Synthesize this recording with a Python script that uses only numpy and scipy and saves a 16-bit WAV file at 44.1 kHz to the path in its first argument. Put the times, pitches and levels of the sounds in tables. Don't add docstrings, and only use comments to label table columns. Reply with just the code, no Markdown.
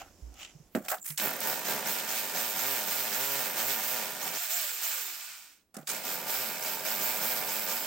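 import sys
import numpy as np
from scipy import signal
from scipy.fft import rfft, irfft, next_fast_len
from scipy.io import wavfile
from scipy.ndimage import uniform_filter1d, map_coordinates

SR = 44100
rng = np.random.default_rng(int(sys.argv[2]) if len(sys.argv) > 2 else 0)


def boost_factor(decibels):
    exponent = np.asarray(decibels, float) / 20
    return 10 ** exponent


def unload_audio(sound):
    columns = np.transpose(np.atleast_2d(sound))
    steps = np.round(np.clip(columns, -1, 1) * 32767)
    wavfile.write(sys.argv[1], SR, steps.astype(np.int16))


N = 346758


def unit(x):
    return x / np.sqrt(np.mean(x ** 2) + 1e-20)


def along(points, hz):
    f, v = np.transpose(points)
    return np.interp(np.log(hz + 1), np.log(f + 1), v)


def wobble(rate):
    at = np.arange(0, N + 16, 8)
    knots = rng.standard_normal(int(N * rate / SR) + 4)
    return np.interp(np.arange(N), at, map_coordinates(knots, [at * rate / SR]))


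def filtered(x, response):
    m = next_fast_len(N + SR // 2)
    return irfft(rfft(x, m) * response(np.fft.rfftfreq(m, 1 / SR)), m)[..., :N]


def causal(x, points):
    cep = irfft(np.log(boost_factor(along(points, np.fft.rfftfreq(4096, 1 / SR))) + 1e-4))
    cep[1:2048] *= 2
    cep[2049:] = 0
    return signal.fftconvolve(x, irfft(np.exp(rfft(cep))))[:N]


def hiss(points):
    return unit(filtered(rng.standard_normal(N), lambda hz: boost_factor(along(points, hz))))


def ringing(hz, peaks):
    f = np.arange(0, 12000, 1.5)
    total = sum(boost_factor(db) * 1j * f * w / (c * c - f * f + 1j * f * w) for c, w, db in peaks)
    return np.interp(hz, f, total)


def dying(x, seconds):
    return signal.lfilter([1], [1, -np.exp(-1 / (seconds * SR))], x)


def stroke_gain(rows):
    t = np.arange(0, N + 40, 20) / SR
    total = sum(boost_factor(db - 20 * np.maximum((s - t) / rise, (t - s) / fall)) for s, rise, fall, db in rows)
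    return np.interp(np.arange(N) / SR, t, total)


# (frequency [Hz], level per Hz [dB])
CLOTH = [(710, -40), (1200, -11.5), (1570, -21), (1980, -11), (2870, -3), (4160, -16.5), (7320, -9),
         (8560, -24.5), (11000, -29), (14300, -55), (22000, -120)]
SCUFF = [(290, -76), (500, -46), (739, -19), (1630, -8), (2300, -8), (3600, -18), (5200, -11), (7450, -2),
         (13300, -2), (15800, -4)]
GRIT = [(530, -50), (900, -19), (1220, -10), (1640, -9), (2820, -10.5), (4070, -9.5), (6180, -6.5),
        (7540, -1), (11000, -13), (14300, -40.5), (22000, -120)]
GRIND = [(150, -67), (250, -37), (771, 0), (941, -16), (1340, -6), (1820, -14), (2280, -19), (3500, -34),
         (4550, -64), (7700, -120)]
# (frequency [Hz], level per Hz [dB])
FIZZ = [(5590, -5.5), (9500, 0), (10500, 4), (13000, 18), (13900, 16.5), (15700, 18), (16300, 10)]
VENTS = [(6200, -120), (6700, -14.5), (7300, -3), (7900, -8), (8600, -19), (9000, -120)]
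# (loudest [s], 20 dB rise
# [s], 20 dB fall [s], level [dB], fizz over it [dB])
RUSTLES = [(0, .01, .065, -48, -11), (.40, .05, .05, -53, -6), (.435, .07, .095, -46, -25),
           (.745, .05, .006, -70, 9), (.751, .002, .03, -42.5, -1.5), (.77, .01, .3, -61, 2),
           (.852, .006, .03, -48, -1.5), (.885, .0015, .06, -37, 3), (.91, .02, .06, -42, 3),
           (1.016, .004, .05, -56, -15), (1.03, .015, .06, -52, -4), (1.048, .004, .06, -43, -12),
           (1.064, .006, .04, -44, -8), (1.085, .05, .08, -42, -8), (1.11, .03, .05, -45, -15),
           (1.177, .002, .09, -37, -3), (1.207, .001, .008, -50, 20), (1.222, .001, .01, -48, 21),
           (1.24, .001, .01, -45, 21), (5.873, .001, .16, -39, -7), (5.9, .022, .04, -38, -12),
           (5.747, .004, .02, -45, -9), (5.769, .002, .02, -47, -12), (5.79, .01, .2, -63, 0)]
# (loudest [s], 20 dB rise [s], 20 dB fall [s], level [dB])
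GRINDS = [
    (.01, .03, .08, -47),
    (.42, .12, .11, -56),
    (.751, .002, .06, -37),
    (.852, .01, .05, -49),
    (.885, .002, .008, -37),
    (.91, .012, .05, -42),
    (.926, .035, .045, -35),
    (.936, .01, .03, -40),
    (5.745, .002, .04, -46),
    (5.769, .002, .1, -51),
]
# (time [s], peak level [dB])
FIRST_BLOWS = [(1.258, -21), (1.28, -20), (1.3044, -24), (1.3324, -25), (1.3643, -27), (1.4042, -23),
               (1.4311, -22)]


def drag():
    t = np.arange(N) / SR
    shoe = np.where(t < 1.046, hiss(VENTS), hiss(SCUFF))
    rubbed = np.select([t < .75, (t > 1) & (t < 1.17)], [hiss(CLOTH), shoe], hiss(GRIT))
    grain = boost_factor(2.6 * wobble(220))
    rub_gain = stroke_gain([row[:4] for row in RUSTLES])
    dust_gain = stroke_gain([(s, rise, fall, db + fizz_db) for s, rise, fall, db, fizz_db in RUSTLES])
    crest_db = 7
    dust_gain += stroke_gain([(s + .001, .001, .011, db - crest_db) for s, db in FIRST_BLOWS])
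    return grain * (rub_gain * rubbed + stroke_gain(GRINDS) * hiss(GRIND) + dust_gain * hiss(FIZZ))


# (frequency [Hz], level per Hz [dB])
QUIET = [(76, -51), (130, -17), (176, -6), (248, -11), (304, -7), (437, -13), (579, -14), (1410, -24),
         (4200, -27), (14900, -31), (16200, -33)]
RUMBLE = [(13, -40), (22, -11), (54, -9.5), (81, -9), (110, -12.5), (140, -34.5), (240, -120)]
SEEP = [(3600, -40), (4600, -10), (5400, 0), (7600, -3), (8600, -22), (11000, -120)]
# (time [s], level [dB])
GAIN = [(0, 4), (.15, 0), (.7, -2.5), (.85, -5), (1.5, -18), (4.3, -22), (4.6, -22), (5.6, -13), (6.2, -23),
        (7.86, -22)]


def background():
    t = np.arange(N) / SR
    gain_db = np.interp(t, *np.transpose(GAIN))
    air = boost_factor(-62.5 + gain_db + .5 * wobble(3.4)) * hiss(QUIET)
    shake = boost_factor(-67 + 1.3 * gain_db + 2 * wobble(10)) * hiss(RUMBLE)
    seep = boost_factor(-67) * np.clip((.69 - t) / .15, 0, 1) ** .3 * hiss(SEEP)
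    return air + shake + seep


# (time [s], peak level [dB], frequency [Hz], length [s])
STEPS = [
    (.222, -39.5, 58, .12),
    (.549, -43, 150, .025),
    (.598, -46, 150, .025),
    (1.1, -42, 150, .05),
    (5.79, -53, 150, .07),
]
# (time [s], peak level [dB], click level [dB], 60 dB decay [s], click frequency [Hz])
KNOCKS = [(0.341, -54, -56, 0.06, 6370), (0.75, -11, -33, 0.1, 2000), (0.775, -23, -57, 0.052, 2830),
          (0.804, -34.5, -63, 0.18, 2720), (0.851, -40, -46, 0.066, 3480), (0.884, -52, -30, 0.06, 2550),
          (0.984, -46, -52.5, 0.06, 3870), (1.104, -55, -40.5, 0.06, 3700), (1.064, -70, -44, .05, 7700),
          (1.078, -70, -45, .05, 7000), (1.089, -70, -44, .05, 7000), (1.176, -60, -34, .05, 5000),
          (1.404, -60, -36, .05, 9000), (.403, -70, -52, .05, 2340), (.431, -70, -48, .05, 2900),
          (5.872, -65, -38, .05, 4500), (1.198, -28, -27, 0.085, 2840), (5.743, -47, -52, 0.075, 8700),
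          (5.767, -29, -44, 0.079, 8473), (5.79, -31, -62, 0.055, 8480), (5.829, -42, -60, 0.078, 3246)]
# (frequency [Hz], level per Hz [dB])
HOLLOW = [(53, -57), (90, -29.5), (197, 0.5), (449, -12), (601, -5), (1060, -36), (1460, -24),
          (2910, -37.5), (3500, -56), (4550, -81.5), (7700, -120)]


def knocks():
    low, out = np.zeros(N + SR), np.zeros(N + SR)
    t = np.arange(SR // 4) / SR
    for s, db, click_db, t60, hz in KNOCKS:
        at = round(s * SR)
        rattle, tick = rng.standard_normal((2, len(t)))
        rattle[0] = 7
        low[at:][:len(t)] += boost_factor(db + 11.5 - 60 * t / t60) * rattle
        click = signal.lfilter(*signal.iirpeak(hz, 1.6, SR), tick)
        out[at:][:len(t)] += click * boost_factor(click_db + 11.5 - 60 * t / .026)
    for s, db, hz, length in STEPS:
        swell = (1 - np.exp(-t / .004)) * np.exp(-(t / length) ** 2 * 1.5)
        out[round(s * SR):][:len(t)] += boost_factor(db) * swell * np.sin(2 * np.pi * hz * t)
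    return out[:N] + causal(low[:N], HOLLOW)


HALT = 16.5
# (from [s], to [s])
LIFTED = (4.378, 5.872)
# (time [s], held [s], speed aimed at [blows/s], pressure on the bit [dB], squeal over the motor [dB])
PULLS = [(1.176, .075, 55, 4, -20), (1.408, .092, 74, 2.5, -7), (1.64, .072, 82, 1.5, -5),
         (1.843, .075, 109, .3, -2), (2.065, .12, 119, -1.3, -4), (2.335, .12, 121, -.7, -5),
         (2.555, .165, 137, .3, -5), (2.86, .145, 137, -.3, -6), (3.11, .265, 139, .3, -6),
         (3.555, .155, 135, .7, -5), (3.81, .125, 131, -.7, -9), (4.19, .087, 89, -2.5, -1.5),
         (4.33, .092, 139, -3.5, -1.5), (4.50, .068, 142, .3, -7), (4.81, .06, 131, .3, -3),
         (5.872, .056, 69, -1.5, -3), (6.03, .1, 101, -2.2, -4), (6.262, .13, 137, -.7, -6),
         (6.60, .12, 98, -1.3, -3.5), (6.84, .08, 113, .3, -3), (6.99, .105, 126, 1, -4),
         (7.205, .11, 127, 1.5, -5), (7.46, .15, 108, -1.3, -1), (7.675, .08, 120, -.7, -1)]


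def throttle():
    kick, spin_up_s = 36, .125
    t = np.arange(N + 1) / SR
    sag_s = np.where((t > LIFTED[0]) & (t < LIFTED[1]), .38, .3)
    speed = np.full(N + 1, HALT)
    current, lag, press_db = np.zeros((3, N + 1))
    starts = [round(row[0] * SR) for row in PULLS]
    for (s, held, aim, db, _), i, j in zip(PULLS, starts, starts[1:] + [N]):
        part = slice(i, j + 1)
        age = np.abs(t[part] - s)
        start = max(speed[i], kick)
        climb_left = np.maximum(1 - age / min(held, spin_up_s), 0) ** 1.5
        up = aim + (start - aim) * climb_left
        speed[part] = up * np.exp(-np.cumsum((age > held) / sag_s[part] / SR))
        flowing = 1 - (1 - current[i]) * np.exp(-age / .022)
        current[part] = flowing * np.exp(-np.maximum(age - held, 0) / .055)
        lag[part] = (aim - up) / aim
        press_db[part] = db
    return speed[:N], current[:N], lag[:N], uniform_filter1d(press_db[:N], size=900)


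def trigger():
    late_s = .016
    out, t = np.zeros(N + SR, complex), np.arange(SR // 8) / SR
    for s, *_, db in PULLS:
        hz = 7900 - 3100 * np.exp(-t / .03)
        swell = (1 - np.exp(-t / .006)) * np.exp(-(t / .05) ** 2)
        squeal = boost_factor(db) * swell * np.exp(2j * np.pi * np.cumsum(hz) / SR)
        out[round((s + late_s) * SR):][:len(t)] += squeal
    return (out[:N] * boost_factor(2.5 + 1.2 * wobble(120)) * np.exp(1.5j * wobble(500))).real


def loudness(law, speed, current, lag, press_db, free):
    top_db, halving_db, current_db, surge_db, stall_db, stall_free_db, free_db, share = law
    full, stall_speed = 145, 40
    drive = current * (current_db * np.maximum(1 - speed / full, 0) + surge_db * lag) + share * press_db
    stall = np.where(free, stall_free_db, stall_db) * (stall_speed / speed) ** 2.2
    stall += 11 * (HALT / speed) ** 6.5
    lifted_db = free_db * uniform_filter1d(free * 1., size=400)
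    return top_db + halving_db * np.log2(speed / full) + drive - stall + lifted_db


def strikes(turns, slack):
    stroke = turns + (.004 + .048 * slack) * wobble(110)
    at = np.flatnonzero(np.diff(np.floor(stroke)) > 0)
    blows = np.zeros(N)
    blows[at] = boost_factor(np.clip(rng.standard_normal(len(at)), -3, 1.2) * (1.3 + .4 * slack[at]))
    return blows


# (frequency [Hz], width [Hz], level [dB])
SLAB = [(151, 11, 2), (182, 11, 9), (214, 20, 9), (301, 74, -11), (410, 18, 8), (516, 30, 5), (558, 20, 4),
        (630, 18, 12.5), (760, 20, 14), (899, 30, 14.5), (978, 30, 11), (1199, 14, 14.5), (1420, 23, 14.5),
        (1486, 20, 12), (1570, 9, 13.5), (1820, 35, 8.5), (2128, 25, 11), (2320, 30, 13), (2470, 40, 8),
        (2566, 27, 12)]
# (frequency [Hz], width [Hz], depth [0-1])
NOTCHES = [(165, 6, .5), (200, 5, .5), (330, 8, .5), (375, 12, .75), (475, 18, .55), (1065, 40, .65),
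           (1270, 30, .5), (1530, 20, .85), (1680, 16, .55), (1970, 45, .55), (2375, 22, .5)]


def slab(hz):
    cancel = np.prod([1 - depth * np.exp(-((hz - c) / w) ** 2) for c, w, depth in NOTCHES], axis=0)
    return (np.minimum(hz / 125, 1) ** 6 * 1.3 + .6 * ringing(hz, SLAB)) * cancel


# (frequency [Hz], level per Hz [dB])
THUD = [(53, -40), (90, -13), (200, -6.5), (330, -5), (568, -1.5), (831, -3.5), (1430, -8), (1670, -2),
        (4000, -21.5), (5200, -33), (8800, -120)]


def hammering(blows, burst, speed, slack, loaded):
    blow = (1 - .4 * slack ** 2) * unit(blows / np.sqrt(speed))
    crush = .5 * (.3 + .75 * slack + .8 * slack ** 3) * (.95 + .5 * burst) * rng.standard_normal(N)
    spread = 1.3
    struck = filtered(causal(blow + crush, THUD), lambda hz: np.exp(-1j * spread * np.sqrt(hz)))
    grip = np.pi / 4 * (1 + np.tanh(wobble(9) - 1))
    first = filtered(np.cos(grip) * struck, slab)
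    second = filtered(np.sin(grip) * struck, lambda hz: slab(hz * 1.025))
    keep = np.exp(-1 / (.016 * SR))
    return unit(first + second) * signal.lfilter([1 - keep], [1, -keep], loaded) ** 2


# (frequency [Hz], level per Hz [dB])
MOTOR = [(60, -69), (140, -29), (400, -33), (700, -11.5), (1000, -11), (1340, -4.5), (2100, -5), (2800, -4),
         (4000, -5.5), (5800, -4), (7400, -5), (8500, -4), (11000, -16.5), (14300, -40.5), (22000, -120)]
# (frequency [Hz], width [Hz], level [dB])
CASING = [(2300, 120, -12), (2570, 23, -4), (2950, 49, -3), (3140, 36, -3), (3470, 25, -3), (3710, 65, -5),
          (4100, 200, -8), (5050, 300, -8), (5570, 53, -4), (6340, 64, -6), (7100, 150, -5), (7310, 35, 0),
          (8400, 200, -8)]


def brushes(burst, crack, slack):
    noise = filtered(hiss(MOTOR), lambda hz: .75 + .5 * slab(hz) + boost_factor(1) * ringing(hz, CASING))
    return unit(noise * (1 + .35 * burst + .3 * slack * crack) * boost_factor(.9 * wobble(40)))


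def chips(crack, slack):
    return unit(hiss(FIZZ) * (1 + (.6 + 1.4 * slack) * crack) * boost_factor(.87 * wobble(60)))


GEAR = 5.2
# (multiple of the shaft [ratio], level under the motor [dB])
BARS = [(15, -11.5), (17.5, -14), (20, -11), (24, -13), (30, -17), (42, -5)]
# (frequency [Hz], width [Hz])
BAR_WINDOWS = [(4700, 450), (7500, 800)]


def commutator(speed, turns, free):
    awake = np.clip(speed / 30 - .75, 0, 1)
    song = np.zeros(N)
    for k, db in BARS:
        tone = np.sin(2 * np.pi * k * GEAR * turns + .9 * wobble(90))
        song += boost_factor(db + 4 * wobble(18)) * tone * awake * (k * GEAR * speed < 9000)
    return filtered(free * song, lambda hz: sum(np.exp(-((hz - c) / w) ** 2) for c, w in BAR_WINDOWS))


def shaft(speed, turns, free):
    unbalance = (speed / 140) ** 2.1 * boost_factor(-15.5 + 2.5 * wobble(30)) * free
    rotor = np.sin(2 * np.pi * GEAR * turns + .6 * wobble(60))
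    idler = boost_factor(-15) * np.sin(2 * np.pi * .72 * GEAR * turns + .6 * wobble(60))
    return unbalance * (rotor + idler)


def vents(speed, loaded):
    return hiss(VENTS) * boost_factor(-8 + 2.2 * wobble(30)) * (speed / 140) ** .8 * (1.2 - .65 * loaded)


# (flat out [dB], per speed doubling [dB], current at rest [dB], surge [dB],
#              stall loss boring [dB], stall loss free [dB], when free [dB], share of pressure [ratio])
THUD_LAW = (-41.3, 1.8, 8.5, .5, 3, 5, -50, 1.1)
MOTOR_LAW = (-37.2, 4.2, 7.5, 5, .7, 3.4, 1.7, .55)
FIZZ_LAW = (-33, 8.3, 11, 4, .3, 3, 1.2, 1.05)
# (frequency [Hz], level [dB])
SECOND_HOLE = [(1600, 0), (1830, -3), (2300, 1), (2750, -1.5), (4100, -1.5), (5100, 1), (5700, -2),
               (6600, -2.5), (7200, -1), (7800, 1), (8300, -2.5), (9500, 0)]


def drill():
    speed, current, lag, press_db = throttle()
    t = np.arange(N) / SR
    on, free = t >= PULLS[0][0], (t > LIFTED[0]) & (t < LIFTED[1])
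    loaded = on & ~free
    state = speed, current, lag, press_db, free
    thud_gain = boost_factor(loudness(THUD_LAW, *state) + 1.08)
    motor_gain = boost_factor(loudness(MOTOR_LAW, *state) + 1.06)
    fizz_gain = boost_factor(loudness(FIZZ_LAW, *state))
    speed = uniform_filter1d(speed, size=900)
    turns = np.cumsum(speed) / SR
    slack = np.clip((142 - speed) / 62, .05, 1)
    blows = strikes(turns, slack)
    burst = dying(blows, .0048) * loaded
    crack = dying(blows, .0012) * loaded
    motor = brushes(burst, crack, slack) + commutator(speed, turns, free) + shaft(speed, turns, free)
    motor += vents(speed, loaded) + trigger()
    thud = hammering(blows, burst, speed, slack, loaded)
    tool = on * (thud_gain * thud + motor_gain * motor + fizz_gain * chips(crack, slack))
    turned = filtered(tool, lambda hz: boost_factor(along(SECOND_HOLE, hz)))
    tool = np.where(t < LIFTED[1], tool, turned)
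    return filtered(tool, lambda hz: np.minimum(hz / 125, 1) ** 8.5)


# (frequency [Hz], likeness [0-1])
ALIKE = [(60, .93), (150, .96), (380, 0.86), (700, 0.89), (1100, 0.84), (2380, 0.52), (5980, 0.33),
         (9500, 0.36), (13000, 0.91)]
# (frequency [Hz], level [dB])
LEAN = [(40, -7), (150, -6.5), (380, -3), (950, -1), (2380, -1.5), (5980, -3.2), (12000, -5), (15000, -6)]


def scene():
    near = drag() + background() + knocks() + drill()
    z = signal.stft(near, nperseg=128)[2]
    scattered = z * np.exp(2j * np.pi * rng.random(z.shape))
    far = unit(signal.istft(scattered, nperseg=128)[1][:N]) * near.std()

    def turn(hz):
        return np.arccos(np.clip(along(ALIKE, hz), -1, 1)) / 2

    mid = filtered(near, lambda hz: np.cos(turn(hz)))
    side = filtered(far, lambda hz: np.sin(turn(hz)))
    ports = np.array([mid + side, mid - side])
    return filtered(ports, lambda hz: boost_factor(np.outer([.5, -.5], along(LEAN, hz))))


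def band_limit(x):
    return signal.sosfilt(signal.butter(12, 16980, fs=SR, output="sos"), x)


def record(dry):
    limited = dry / (1 + np.abs(dry / .3) ** 4) ** (1 / 4)
    return band_limit(filtered(limited, lambda hz: hz < 15930))


dry = scene()
out = record(dry)
unload_audio(out)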